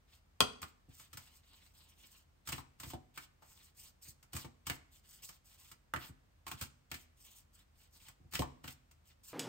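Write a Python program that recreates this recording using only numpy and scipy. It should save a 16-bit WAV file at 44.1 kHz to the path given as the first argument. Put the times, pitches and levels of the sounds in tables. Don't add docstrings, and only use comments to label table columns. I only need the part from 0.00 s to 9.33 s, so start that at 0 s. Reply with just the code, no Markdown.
import sys
import numpy as np
from scipy import signal
from scipy.fft import rfft, irfft, next_fast_len
from scipy.io import wavfile
from scipy.ndimage import uniform_filter1d

SR = 44100
rng = np.random.default_rng(int(sys.argv[2]) if len(sys.argv) > 2 else 0)


def generate_wav(signal):
    frames = np.transpose(np.atleast_2d(signal))
    scaled = np.clip(frames, -1, 1) * 32767
    pcm = np.round(scaled).astype(np.int16)
    wavfile.write(sys.argv[1], SR, pcm)


N = 411464

# start_s, level_db
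CARD_FLICKS = [(0.617, -48), (0.996, -56.5), (1.13, -52), (1.171, -47.5), (2.473, -44.5), (2.488, -42),
               (2.521, -41.5), (2.799, -49), (2.901, -52), (4.227, -62), (4.331, -46.5), (4.351, -48.5),
               (4.364, -42), (4.667, -40), (5.289, -52.5), (5.714, -53.5), (6.478, -48), (6.611, -41),
               (6.622, -46.5), (8.083, -55), (8.323, -55), (8.335, -43), (8.347, -42.5), (8.911, -64.5)]
# start_s, pitch_hz, clack_db, edges_db, thud_db
PACKET_LANDINGS = [(0.628, 1260, -47.5, -49, -50.5), (2.527, 2210, -42.5, -46.5, -41),
                   (2.58, 1180, -49.5, -55, -47.5), (2.832, 1510, -52.5, -50.5, -49),
                   (2.934, 710, -48.5, -57.5, -40.5), (3.175, 1490, -48.5, -49, -54),
                   (3.421, 955, -62, -69, -68.5), (4.445, 920, -55.5, -56.5, -44.5),
                   (4.698, 1900, -38.5, -40, -40), (5.937, 1390, -35.5, -47.5, -44.5),
                   (5.961, 1930, -44.5, -53, -42), (6.466, 1080, -50, -50.5, -62),
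                   (6.514, 1210, -47.5, -45.5, -50.5), (6.915, 1970, -46, -45, -47),
                   (6.941, 2080, -52.5, -48, -51), (8.353, 2500, -38, -40, -51),
                   (8.392, 520, -41.5, -41, -29.5), (8.42, 1030, -40, -49, -41),
                   (8.64, 1530, -53, -56, -47), (8.677, 2110, -50, -49.5, -48.5)]
# pitch_ratio, density_db
CLACK_SPECTRUM = [(.1, -20), (.45, -12), (.75, -5.5), (1, -1.5), (1.3, -6.5), (1.9, -15), (5, -44)]
# frequency_hz, density_db
SNAP_SPECTRUM = [(900, -38), (1600, -18.5), (2200, -0.5), (3000, -4), (4200, -6), (5500, -14),
                 (10000, -20.5)]
# frequency_hz, density_db
HISS_SPECTRUM = [(2000, -27.5), (3800, -7.5), (4800, 0.5), (6200, -1), (8200, 4), (10000, -2.5),
                 (12300, -4), (14500, 3), (16000, -2)]
def card_snaps(flick_rise_s=.003, flick_hz=1363, landing_rise_s=0.0023, usual_db=-48, linger=0.14):
    contacts = [(s, flick_rise_s, flick_hz, db - 8, db - 6.5, db) for s, db in CARD_FLICKS]
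    for start_s, pitch_hz, clack_db, edges_db, _ in PACKET_LANDINGS:
        rise_s = landing_rise_s * amp(0.53 * (usual_db - clack_db))
        contacts.append((start_s, rise_s, pitch_hz, clack_db, edges_db - 1, edges_db - 1))
    out, t = np.zeros((2, N)), np.arange(SR // 8) / SR
    fibres = paper_grains(per_s=22000, spread_db=1.0, width=0.63)
    for start_s, rise_s, pitch_hz, clack_db, snap_db, hiss_db in contacts:
        age = t / rise_s
        envelope = age * np.exp(-age) + linger * np.exp(-age / 4)
        clack = [(ratio * pitch_hz, db) for ratio, db in CLACK_SPECTRUM]
        layers = [(clack, clack_db), (SNAP_SPECTRUM, snap_db), (HISS_SPECTRUM, hiss_db)]
        for (spectrum, level_db), offset in zip(layers, rng.integers(0, N - len(t), size=3)):
            burst = colour(fibres[:, offset:offset + len(t)] * envelope, spectrum, size=1024)
            rms_10_ms = np.sqrt(np.sum(burst ** 2) / 2 / (SR / 100))
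            add(out, start_s, amp(level_db) * burst / rms_10_ms)
    return out


# start_s, end_s, level_db
PACKET_CUTS = [(2.45, 2.618, -57.5), (2.785, 2.969, -58.5), (3.137, 3.262, -63.5), (4.32, 4.452, -56),
               (4.654, 4.771, -57.5), (5.982, 6.108, -58.5), (6.455, 6.565, -61), (6.57, 6.675, -55),
               (6.896, 7.064, -64.5), (8.31, 8.442, -52), (8.629, 8.745, -60.5)]
# start_s, end_s, level_db
CARD_SLIDES = [(0.07, 0.2, -72), (0.647, 0.711, -67), (0.884, 1.09, -64), (1.096, 1.414, -65.5),
               (1.415, 1.739, -72), (1.735, 1.866, -63), (1.859, 1.947, -71), (1.944, 2.246, -66),
               (3.4, 3.717, -67), (3.746, 3.915, -58.5), (4.012, 4.125, -56), (4.907, 5.006, -68.5),
               (5.024, 5.225, -63.5), (5.22, 5.261, -46.5), (5.236, 5.379, -62), (5.442, 5.575, -63.5),
               (5.565, 5.728, -62), (7.165, 7.443, -61), (7.522, 7.634, -70), (7.743, 7.887, -71.5),
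               (7.904, 8.136, -64), (9.041, 9.14, -70), (9.23, 9.339, -59)]
# frequency_hz, density_db
SCRAPE_SPECTRUM = [(150, -5.5), (500, -14), (1000, -5.5), (1700, -5.5), (2800, 0.5), (4300, -2),
                   (7000, -15), (14000, -32)]
def card_swishes(judder_db=3.28, catch_db=-14.0, usual_hiss_db=-62, usual_scrape_db=-69.5):
    strokes = [(start_s, end_s, db - 2, db) for start_s, end_s, db in PACKET_CUTS]
    for start_s, end_s, hiss_db in CARD_SLIDES:
        scrape_db = usual_scrape_db + 0.36 * (hiss_db - usual_hiss_db)
        strokes.append((start_s, end_s, scrape_db, hiss_db))
    out = np.zeros((2, N))
    for layer, spectrum in enumerate([SCRAPE_SPECTRUM, HISS_SPECTRUM]):
        envelope = np.zeros(N)
        for start_s, end_s, *levels_db in strokes:
            speed = np.sin(np.linspace(0, np.pi, round((end_s - start_s) * SR)))
            add(envelope, start_s, amp(levels_db[layer]) * abs(speed) ** 0.72)
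        judder = unit_rms(uniform_filter1d(rng.standard_normal(N), size=1100))
        fine_grain = paper_grains(per_s=20000, spread_db=3.0, width=0.36)
        catches = amp(catch_db) * paper_grains(per_s=70, spread_db=3.0, width=0.36)
        out += colour((fine_grain + catches) * envelope * amp(judder_db * judder), spectrum)
    return out


def paper_grains(per_s, spread_db, width):
    strength = amp(spread_db * np.minimum(rng.exponential(1, N), 4))
    clicks = strength * (rng.random(N) < per_s / SR)
    mid, side = rng.standard_normal((2, N)) * clicks
    return unit_rms(np.array([mid + width * side, mid - width * side]))


def hand_reflection(x, echo_gain=0.41, usual_delay_s=.0005, travel=0.83):
    n = np.arange(N)
    drift = uniform_filter1d(rng.standard_normal(N), size=6000)
    hand_position = unit_rms(uniform_filter1d(drift, size=6000))
    delay_samples = usual_delay_s * SR * np.exp(travel * hand_position)
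    echo = np.array([np.interp(n - delay_samples, n, channel) for channel in x])
    return (x + echo_gain * echo) / np.hypot(1, echo_gain)


# start_s, level_db
KNOCK_CONTACTS = [(0.4052, -14), (0.4067, -22), (0.4125, -29.5)]
# pitch_hz, level_db, t60_s
TABLE_MODES = [(225, -17, 0.085), (430, -13, 0.065), (1026, -3, 0.021), (1265, -3.5, 0.01),
               (1400, -5.5, 0.016), (1920, -9.5, 0.0092), (2463, -4, .016), (3080, -3, 0.013),
               (3320, 1, 0.011), (4380, -0.5, 0.0061), (4730, -3, 0.011), (6340, -5, 0.0088),
               (8000, -7.5, .006)]
def table_knock(crack_db=9.5, crack_s=0.00041, crack_band_hz=(1100, 9000), pan_db=1.0):
    out, t = np.zeros((2, N)), np.arange(SR // 3) / SR
    band = signal.butter(1, crack_band_hz, "band", fs=SR, output="sos")
    envelope = amp(crack_db) * np.sqrt(t / crack_s) * np.exp(-t / crack_s)
    for start_s, level_db in KNOCK_CONTACTS:
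        crack = signal.sosfilt(band, envelope * rng.standard_normal((2, len(t))))
        add(out, start_s, amp(level_db) * (ring(TABLE_MODES, corner_hz=12000) + crack))
    return low_cut(out, hz=160) * amp([[pan_db], [-pan_db]])


# start_s, level_db
FINGER_GRIPS = [(0.882, -50), (1.139, -51), (2.863, -43.5), (4.077, -52.5), (4.34, -37), (6.093, -46.5),
                (6.532, -44.5), (6.612, -43), (8.199, -56), (8.245, -53)]
# pitch_hz, level_db, t60_s
DECK_MODES = [(72.5, 0, 0.14), (97, -7, 0.078), (136, -2.5, 0.14), (176.6, -7.5, 0.034), (248, -2.5, .08),
              (328, -3, 0.059), (453, -3.5, 0.076), (691.2, -6.5, 0.043), (743, -4.5, 0.23),
              (920, -15, .025), (1190, -16.5, .025)]
def deck_thuds(finger_corner_hz=200, packet_corner_hz=330, knock_corner_hz=510, grip_detune=.09):
    blows = [(start_s, db - 5, finger_corner_hz) for start_s, db in CARD_FLICKS]
    blows += [(start_s, db, finger_corner_hz) for start_s, db in FINGER_GRIPS]
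    for start_s, pitch_hz, _, _, thud_db in PACKET_LANDINGS:
        hardness = (1180 / pitch_hz) ** 0.21
        blows.append((start_s, thud_db, packet_corner_hz * hardness))
    settle_s = KNOCK_CONTACTS[-1][0]
    blows.append((settle_s, -37.5, knock_corner_hz))
    out = np.zeros((2, N))
    for start_s, level_db, corner_hz in blows:
        shifts = 1 + grip_detune * rng.uniform(-1.1, 1, len(DECK_MODES))
        modes = [(hz * shift if hz > 200 else hz, db, t60_s)
                 for (hz, db, t60_s), shift in zip(DECK_MODES, shifts)]
        add(out, start_s, amp(level_db) * ring(modes, corner_hz))
    return low_cut(out, hz=55)


def ring(modes, corner_hz):
    t = np.arange(SR // 3) / SR
    sines = np.zeros(len(t))
    for k, (hz, level_db, t60_s) in enumerate(modes):
        drive = (-1) ** k / np.hypot(1, (hz / corner_hz) ** 2)
        sines += drive * amp(level_db - 60 * t / t60_s) * np.sin(2 * np.pi * hz * t)
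    return sines * (1 - np.exp(-2 * corner_hz * t))


# frequency_hz, t60_s
ROOM_DECAY = [(100, 0.77), (400, 0.46), (1200, 0.44), (3200, 0.45), (7000, 0.42), (14000, 0.25)]
# frequency_hz, level_db
ECHO_SPECTRUM = [(60, -9.5), (200, 4.5), (1200, -1), (3200, -5.5), (7000, -4.5), (14000, -5.5)]
def room_echo(x, early_db=13.0, early_s=0.02, gap_s=.003):
    t = np.arange(SR * 2 // 3) / SR
    signs = rng.choice([-1., 1.], (2, len(t)))
    echoes = signs * (rng.random((2, len(t))) < 0.1) * (t > gap_s)
    echoes *= 1 + amp(early_db) * np.exp(-t / early_s)
    hz, age_s, bands = signal.stft(echoes, SR, nperseg=256)
    decay_db = 60 * age_s / curve_at(ROOM_DECAY, hz)[:, None]
    bands *= amp(curve_at(ECHO_SPECTRUM, hz)[:, None] - decay_db)
    response = signal.istft(bands, SR)[1]
    return signal.oaconvolve(x, response / np.linalg.norm(response[0]), axes=1)[:, :N]


# pitch_hz, level_db
HUM_TONES = [(47, -76.5), (78, -76.5), (133, -86.5)]
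# frequency_hz, density_db
AIR_SPECTRUM = [(20, -25), (45, -4.5), (80, 2), (120, -7), (200, -12), (400, -21.5), (1000, -23),
                (2000, -27), (4000, -32), (8000, -34.5), (14000, -38)]
def room_tone(air_db=-69.5, waver_rad=0.35):
    t = np.arange(N) / SR
    drifts = unit_rms(uniform_filter1d(rng.standard_normal((len(HUM_TONES), N)), size=6000, axis=1))
    hum = sum(amp(db) * np.sqrt(2) * np.sin(2 * np.pi * hz * t + waver_rad * drift)
              for (hz, db), drift in zip(HUM_TONES, drifts))
    air = unit_rms(colour(rng.standard_normal((2, N)), AIR_SPECTRUM))
    return amp(air_db) * air + hum


def amp(db):
    return 10 ** (np.asarray(db) / 20)


def unit_rms(x):
    return x / np.sqrt(np.mean(x ** 2) + 1e-20)


def curve_at(points, hz):
    point_hz, values = np.transpose(points)
    return np.interp(np.log(hz + 1), np.log(point_hz + 1), values)


def add(mix, start_s, sound):
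    part = mix[..., round(start_s * SR):][..., :sound.shape[-1]]
    part += sound[..., :part.shape[-1]]


def colour(x, spectrum, size=4096):
    hz = abs(np.fft.fftfreq(size, 1 / SR))
    log_gain = np.log(amp(curve_at(spectrum, hz)))
    response = np.exp(np.conj(signal.hilbert(log_gain)))
    taps = np.fft.ifft(response).real[:size // 2]
    return signal.oaconvolve(x, taps[None] / np.linalg.norm(taps), axes=1)[:, :N]


def low_cut(x, hz):
    return signal.sosfilt(signal.butter(2, hz, "high", fs=SR, output="sos"), x)


def scene(sharp_echo_db=-3.5, soft_echo_db=-5.5):
    sharp = card_snaps() + table_knock()
    soft = deck_thuds() + hand_reflection(card_swishes())
    spill = amp(sharp_echo_db) * sharp + amp(soft_echo_db) * soft
    return sharp + soft + room_echo(spill) + room_tone()


# frequency_hz, lead_rad
MIC_PHASE = [(100, 0), (300, -.4), (600, -1), (1100, .7), (2200, 1.1), (3600, 1.4), (5700, 2), (7500, 0),
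             (9400, -.6), (10100, -2.9), (11300, -3), (12100, -.6), (15000, -.5)]
# frequency_hz, side_db
MIC_WIDTH = [(70, -13), (200, -4), (500, 2), (5000, 1), (8000, -3), (9500, -4), (10200, -16), (11300, -16),
             (12100, -3), (15000, -2)]
def record(dry, top_hz=15850):
    size = next_fast_len(N + SR // 10)
    hz = np.fft.rfftfreq(size, 1 / SR)
    left, right = rfft(dry, size)
    mid = (left + right) / 2
    side = (left - right) / 2 * amp(curve_at(MIC_WIDTH, hz))
    half_lead = np.exp(.5j * curve_at(MIC_PHASE, hz))
    pair = irfft(np.array([(mid + side) * half_lead, (mid - side) / half_lead]), size)[:, :N]
    low_pass = signal.firwin(511, top_hz, window=("kaiser", 9), fs=SR)
    return signal.oaconvolve(pair, low_pass[None], "same")


dry = scene()
out = record(dry)
generate_wav(out)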